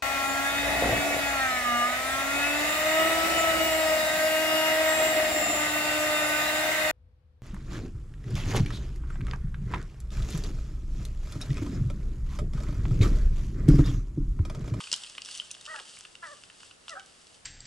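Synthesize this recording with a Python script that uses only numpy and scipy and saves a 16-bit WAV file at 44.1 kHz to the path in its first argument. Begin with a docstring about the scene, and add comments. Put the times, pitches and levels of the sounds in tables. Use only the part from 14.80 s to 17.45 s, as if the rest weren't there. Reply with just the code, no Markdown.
"""Young wild boar in dry brush

A few metres away on a stony slope, a young boar squeals three times: jittery harmonics and rasp,
shaped by its throat. Each squeal sags in pitch; two break into a higher, rasping register.
As it moves, twigs snap, stones clack, dry leaves rustle and two hoof steps thud softly.
Rocks and bushes scatter short reflections, over a quiet outdoor hush."""
import sys
import numpy as np
from scipy import signal
from scipy.fft import rfft, irfft
from scipy.io import wavfile

SR = 44100
rng = np.random.default_rng(int(sys.argv[2]) if len(sys.argv) > 2 else 0)


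def wrap_up_sound(samples):
    """Save the sound to the file named by the first command line argument, as 16-bit audio."""
    columns = np.atleast_2d(samples).T
    # keep every value between -1 and 1, then stretch to whole-number steps
    tamed = np.clip(columns, -1, 1)
    steps = np.round(tamed * 32767).astype(np.int16)
    wavfile.write(sys.argv[1], SR, steps)


N = 116865


def amp(db):
    """Decibels to linear gain."""
    return 10 ** (np.asarray(db) / 20)


def unit(x):
    """Scales to rms 1."""
    return x / np.sqrt(np.mean(x ** 2) + 1e-20)


def read(points, hz):
    """Reads a table on a log-frequency axis."""
    table_hz, value = np.transpose(points)
    return np.interp(np.log(hz + 1), np.log(table_hz + 1), value)


def add(mix, start_s, sound):
    """Drops a sound into the mix at its cue."""
    part = mix[max(round(start_s * SR), 0):][:len(sound)]
    part += sound[:len(part)]


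def noise_band(size, centre_hz, width_hz):
    """Noise through one steep resonance, at rms 1."""
    hz = np.fft.rfftfreq(SR, 1 / SR)
    rolloff = 1 + (2 * (hz - centre_hz) / width_hz) ** 4
    return unit(irfft(rfft(rng.standard_normal(SR)) / rolloff)[:size])


def colour(points, pitch=1):
    """An EQ curve as gains of unit power, transposed by a pitch ratio."""
    hz = abs(np.fft.fftfreq(2048, 1 / SR))
    return unit(amp(read(points, hz / pitch)))


def click(gain):
    """The tightest click with this spectrum: a minimum-phase impulse."""
    log_spectrum = np.conj(signal.hilbert(np.log(gain + 1e-9)))
    return np.fft.ifft(np.exp(log_spectrum)).real[:len(gain) // 2]


def hush():
    """A steady bed of outdoor air, wide in the mids and nearly mono in the bass."""
    # tone of the air (frequency [Hz], level [dB])
    air_eq = [(15, -17), (25, -3.5), (149, -4.5), (444, -2.5), (651, -4.5), (759, -5.5), (819, -8),
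              (1140, -6), (1550, -8), (1670, -7.5), (3240, -12.5), (3590, -11.5), (5530, -13), (8750, -14),
              (11000, -18.5), (14300, -80), (22000, -120)]
    # left-right likeness (frequency [Hz], correlation [-1 to 1])
    likeness = [(30, 1), (80, 0.67), (170, 0.56), (350, -.25), (700, 0), (1500, 0), (4000, 0),
                (10000, 0.38)]
    hz = np.fft.rfftfreq(N, 1 / SR)
    left, independent = rfft(rng.standard_normal((2, N))) * amp(read(air_eq, hz))
    correlation = np.clip(read(likeness, hz), -1, 1)
    right = correlation * left + np.sqrt(1 - correlation ** 2) * independent
    return amp(-58.5) * unit(irfft(np.array([left, right]), N))


def rustle():
    """Dry leaves: tiny clicks of uneven size and a noise wash, swelling as the animal moves."""
    # fader ride of the rustle (time [s], level [dB])
    ride = [(0, -46.5), (.1, -49), (.16, -48), (.26, -48.5), (.34, -52.5), (.43, -56.5), (.47, -47),
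            (.56, -43.5), (.62, -51), (.69, -54.5), (.79, -55.5), (.87, -53), (.97, -49), (1.04, -53.5),
            (1.09, -49.5), (1.21, -53.5), (1.3, -59), (1.4, -63), (1.47, -52.5), (1.68, -60),
            (1.772, -58.5), (1.86, -53), (1.97, -67), (2.05, -62.5), (2.11, -54), (2.17, -60.5),
            (2.42, -61), (2.55, -59), (2.65, -71)]
    # tone of the leaves (frequency [Hz], level [dB])
    leaf_eq = [(290, -36), (500, -35.5), (599, -14.5), (700, -41.5), (817, -7.5), (918, -23), (1250, -9.5),
               (1340, -12.5), (2390, -12.5), (2720, -1), (2900, 1), (4120, -7), (4570, -1.5), (6730, -8),
               (8060, -3.5), (9920, -11), (11000, -21), (14300, -82), (22000, -120)]
    grains_per_s, spread_db, wash_db = 1800, 3.5, 0.5
    grains = (rng.random(N) < grains_per_s / SR) * rng.choice([-1, 1], N)
    sizes = amp(spread_db * np.minimum(rng.exponential(1, N), 4.5))
    drive = unit(grains * sizes) + amp(wash_db) * rng.standard_normal(N)
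    leaves = unit(signal.fftconvolve(drive, click(colour(leaf_eq)))[:N])
    return leaves * amp(np.interp(np.arange(N) / SR, *np.transpose(ride)))


def thud(level_db):
    """A hoof presses into the soil: a short, dull puff."""
    attack_s = 0.0013
    age = np.arange(SR // 25) / SR / attack_s
    return amp(level_db) * age * np.exp(1 - age) * noise_band(len(age), centre_hz=530, width_hz=690)


def crack(knock_db, ring_db, snap_db, splinter_s, pitch):
    """A twig or stone: one impact and brief splintering excite a dull knock, a ring and a bright snap."""
    # tones of the three layers (frequency [Hz], level [dB])
    knock_eq = [(100, -21), (500, -21), (750, -11.5), (1000, -0.5), (1450, 3.5), (2000, -3.5), (3000, 2),
                (6000, -25)]
    ring_eq = [(500, -87), (1800, -20), (2350, -19), (2750, 4.5), (3000, 9), (3350, -2), (4000, -11),
               (6000, -21), (11000, -67)]
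    snap_eq = [(500, -68), (1700, -38), (2300, -31), (3100, -2.5), (4000, -4), (4900, 5.5), (6300, -1.5),
               (8200, -2.5), (10000, -12.5), (12000, -26)]
    layers = [(knock_db, knock_eq), (ring_db, ring_eq), (snap_db, snap_eq)]
    gain = np.sqrt(sum((amp(db) * colour(eq, pitch)) ** 2 for db, eq in layers))
    age = np.arange(SR // 40) / SR / splinter_s
    blow = rng.standard_normal(len(age)) * np.sqrt(age) * np.exp(-age)
    blow *= amp(1) / np.linalg.norm(blow)  # splinters carry 1 dB more energy than the impact
    blow[0] = 1  # the impact
    return signal.fftconvolve(blow / np.linalg.norm(blow), click(gain))


def brush():
    """The boar's movement: cracking twigs and stones, hoof steps and leaves."""
    # twig and stone hits (time [s], knock [dB], ring [dB], snap [dB], splinter decay [s], pitch [ratio])
    cracks = [(.0045, -14.5, -28, -31, 0.0032, 0.89), (0.0102, -32, -18.5, -23.5, 0.0027, 1.07),
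              (0.0396, -27, -18.5, -24.5, 0.0012, 1.01), (0.072, -25, -18.5, -25, 0.0023, .92),
              (.1163, -21, -13, -7, 0.0018, 0.95), (.128, -19, -13, 1, 0.0014, 1.016),
              (.134, -11, -16, -12, 0.0025, 0.97), (.140, -26, -5.5, -9, 0.00091, 1.08),
              (0.1623, -49, -23, -16.5, .002, 1.36), (0.2363, -31, -14, -21, 0.0014, 1.05),
              (0.2463, -29, -18, -32, .001, 1.01), (0.2648, -37, -21, -37, 0.0008, 1.04),
              (0.271, -42, -30, -24, .001, 0.85), (.298, -36, -26, -21, 0.0011, 0.95),
              (0.3512, -23.5, -35, -31, 0.00074, 1.1), (.38, -30, -19, -25, 0.00041, 0.76),
              (0.3824, -14.5, -13, -28, 0.001, 1.013), (0.4195, -50, -18, -14, 0.00071, 0.92),
              (0.449, -57, -24, -18, 0.0042, 1.06), (0.4597, -33, -17.5, -19.5, 0.00056, 1.1),
              (.488, -22, -24, -24, 0.0019, 0.96), (.512, -54, -29, -16.5, 0.0027, 0.96),
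              (.551, -47, -20, -16.5, 0.0017, 0.99), (.576, -42, -36, -16.5, 0.00039, 1.13),
              (0.582, -40, -41, -22, 0.00096, 0.99), (.599, -28, -8.5, -33, 0.0013, 1),
              (.619, -28, -43, -40, 0.0017, 0.97), (.707, -38, -20.5, -26, 0.0012, 0.92),
              (0.7137, -47, -38, -11.5, 0.0016, 1.18), (.743, -40, -21, -44, 0.0026, 1.11),
              (.7496, -29.5, -19.5, -28, 0.00075, 0.99), (.768, -34, -42, -42, 0.0015, 0.57),
              (0.8113, -38, -27, -24.5, 0.0018, 1.17), (0.8536, -34, -25, -22, 0.0027, 0.96),
              (0.863, -26, -18.5, -20.5, .002, 1.03), (0.9619, -24, -17.5, -23, 0.0013, 0.97),
              (.992, -21, -28, -28, .001, 0.9), (.9993, -21, -15.5, -25, 0.00091, 0.98),
              (1.171, -29, -25, -45, 0.00071, 0.81), (1.1887, -37, -46, -23, 0.00065, 1.5),
              (1.209, -34, -31, -22, 0.00046, 1.02), (1.251, -22, -22.5, -37, 0.002, 1),
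              (1.3534, -30, -20.5, -28.5, 0.001, 0.98), (1.637, -28, -24, -29, 0.0015, 0.96),
              (1.7003, -26.5, -26, -53, 0.0014, 1.01), (1.804, -31, -29, -31, 0.0023, 0.98),
              (1.832, -27.5, -39, -34, 0.00083, 0.96), (1.911, -31.5, -22.5, -41, 0.0014, 0.98),
              (2.0817, -18, -14.5, -47, 0.00052, 0.98), (2.086, -38, -39, -25.5, 0.0019, 1),
              (2.095, -33, -19, -16.5, 0.0012, 1), (2.1055, -38, -45, -23.5, 0.0014, 0.96),
              (2.1967, -29, -23, -28, 0.00052, 1.03), (2.261, -50, -52, -30, .001, 1.25),
              (2.415, -43, -32, -35, 0.0016, 1.07), (2.4695, -50, -51, -30.5, .0015, 0.91),
              (2.5448, -53, -40, -31.5, 0.0019, 0.92)]
    # soft hoof steps (time [s], level [dB])
    steps = [(0.1247, -45), (1.0043, -44)]
    hits = np.zeros(N)
    for start_s, *settings in cracks:
        add(hits, start_s, crack(*settings))
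    for start_s, level_db in steps:
        add(hits, start_s, thud(level_db))
    return hits + rustle()


def squeal(curve, shut_ratio):
    """Jittery harmonics and half-pitch lines, shaped by the throat, with a noisy rasp on top."""
    # throat resonances with the mouth open (frequency [Hz], level [dB])
    throat = [(250, -41), (420, -24), (600, -9), (850, -7), (1050, -4.5), (1320, 0.5), (1550, -3),
              (1750, -1.5), (1930, 3.5), (2080, -9), (2300, -19), (2600, -19.5), (3200, -21), (5000, -35),
              (8000, -57)]
    jitter, shimmer, wobble_hz = 0.01, 0.18, 158  # rms wobble of pitch and level, and its bandwidth
    opening_s, fade_s = 0.026, 0.0029
    times, *columns = np.transpose(curve)
    t = np.arange(times[0], times[-1], 1 / SR)
    hz, level_db, tilt_db, half_db, rasp_db = (np.interp(t, times, column) for column in columns)
    hz = hz * (1 + jitter * noise_band(len(t), 0, 2 * wobble_hz))
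    mouth = np.interp(t - t[0], [0, opening_s], [shut_ratio, 1])  # resonances rise as the mouth opens
    multiple = np.arange(1, 21)[:, None] / 2
    is_half = multiple % 1 > 0
    gains = amp(read(throat, multiple * hz / mouth) + tilt_db * np.log2(multiple) + half_db * is_half)
    gains /= np.sqrt((gains ** 2).sum(0) / 2)
    cycles = multiple * np.cumsum(hz) / SR + rng.random(multiple.shape)
    voice = (gains * np.cos(2 * np.pi * cycles)).sum(0)
    voice *= 1 + shimmer * noise_band(len(t), 0, 2 * wobble_hz)
    voice += amp(rasp_db) * noise_band(len(t), centre_hz=1400, width_hz=470)
    fade = np.clip(np.minimum(t - t[0], t[-1] - t) / fade_s, 0, 1)
    return times[0], voice * amp(level_db) * fade


def boar():
    """Three sagging squeals; the first and last break into the upper register."""
    # one curve per squeal
    # (time [s], pitch [Hz], level [dB], tilt [dB/octave], half-pitch lines [dB], rasp [dB])
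    squeals = [
        [(.872, 583, -49, 1, -18, -13), (.886, 608, -43, 1.5, -16, -0.5), (.905, 646, -40, -1, -24, -19),
         (.918, 636, -41, 3, -3, -17), (.928, 625, -43.5, -5, -18, -10), (.942, 638, -42, 7, -17, -24),
         (.953, 604, -58, -17, -20, -13), (.972, 598, -51.5, -17, -20, -8)],
        [(1.418, 685, -63, 10, -38, -10), (1.432, 691, -40, 2, 4.5, -10), (1.449, 662, -43, 1.5, 0, -11),
         (1.463, 631, -45, -0.5, 2, -7), (1.478, 595, -48, -1, -19, -22), (1.497, 573, -48, -4, -18, -20),
         (1.519, 606, -49, -8, -25, -24), (1.532, 580, -47, -5, -23, -24), (1.548, 520, -60, -16, -20, -17)],
        [(2.09, 698, -46, 21, -24, -22), (2.105, 673, -50.5, -1.5, -26, -24),
         (2.123, 645, -42.5, -2.5, -28, -35), (2.138, 589, -41, -0.5, -18, -17),
         (2.146, 563, -50.5, -24, -32, -22), (2.175, 525, -56.5, -22, -19, -23)],
    ]
    # register breaks, same columns
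    breaks = [
        [(.936, 975, -51, -7, -23, 3), (.944, 908, -47.5, -10, -22, 4), (.958, 874, -46, -6, -17, 6.5),
         (.969, 840, -51.5, 2, -20, 0), (.992, 830, -44.5, -1, -22, -6), (1.003, 800, -80, 2, -17, -6)],
        [(2.15, 728, -57, 3, -25, 7), (2.16, 741, -48.5, -6, -28, 7), (2.176, 783.5, -46, -15, -32, 3),
         (2.19, 788, -47, -5, -25, -5), (2.204, 770, -47, 10, -31, -26), (2.211, 725, -52, 2, -25, -8)],
    ]
    voice = np.zeros(N)
    for curve in squeals:
        add(voice, *squeal(curve, shut_ratio=0.823))
    for curve in breaks:
        add(voice, *squeal(curve, shut_ratio=0.96))
    return voice


def mic_ports(mono):
    """The left microphone port hears the direct sound slightly ahead of the right."""
    # left over right (frequency [Hz], phase lead [rad])
    port_lead = [(100, 0.38), (600, 1.16), (1200, 1.2), (2200, 0.76), (4000, 0.39), (7000, 0.39),
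                 (11000, 0.6)]
    lead = read(port_lead, np.fft.rfftfreq(N, 1 / SR))
    return irfft(rfft(mono) * np.exp(.5j * np.array([lead, -lead])), N)


def slope(direct, wet_db, width):
    """Direct sound plus sparse, quickly dying reflections from rocks and bushes."""
    # decay of the scatter (frequency [Hz], time to fall 60 dB [s])
    decay = [(300, 0.26), (1200, 0.49), (3000, 0.24), (9000, 0.16)]
    size, echoes_per_s, predelay_s = SR // 2, 3000, .003
    taps = rng.standard_normal((2, size)) * (rng.random((2, size)) < echoes_per_s / SR)
    taps *= np.arange(size) > predelay_s * SR
    hz, t, spectra = signal.stft(taps, SR, nperseg=256)
    tail = signal.istft(spectra * amp(-60 * t / read(decay, hz)[:, None]), SR, nperseg=256)[1]
    tail /= np.linalg.norm(tail[0])
    mid, side = signal.fftconvolve(direct.mean(0)[None], tail, axes=1)[:, :N]
    return direct + amp(wet_db) * np.array([mid + width * side, mid - width * side])


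def scene():
    """The boar and the brush it moves through, heard across the slope over the hush."""
    voice = slope(mic_ports(boar()), wet_db=-14.5, width=0.85)
    movement = slope(mic_ports(brush()), wet_db=-12.5, width=0.64)
    return hush() + movement + voice


def record(dry):
    """The camera's band limit: a steep low-pass on the top end."""
    cutoff_hz = 11250
    lowpass = signal.firwin(255, cutoff_hz, window=("kaiser", 8), fs=SR)
    return signal.oaconvolve(dry, lowpass[None], "same")


dry = scene()
out = record(dry)
wrap_up_sound(out)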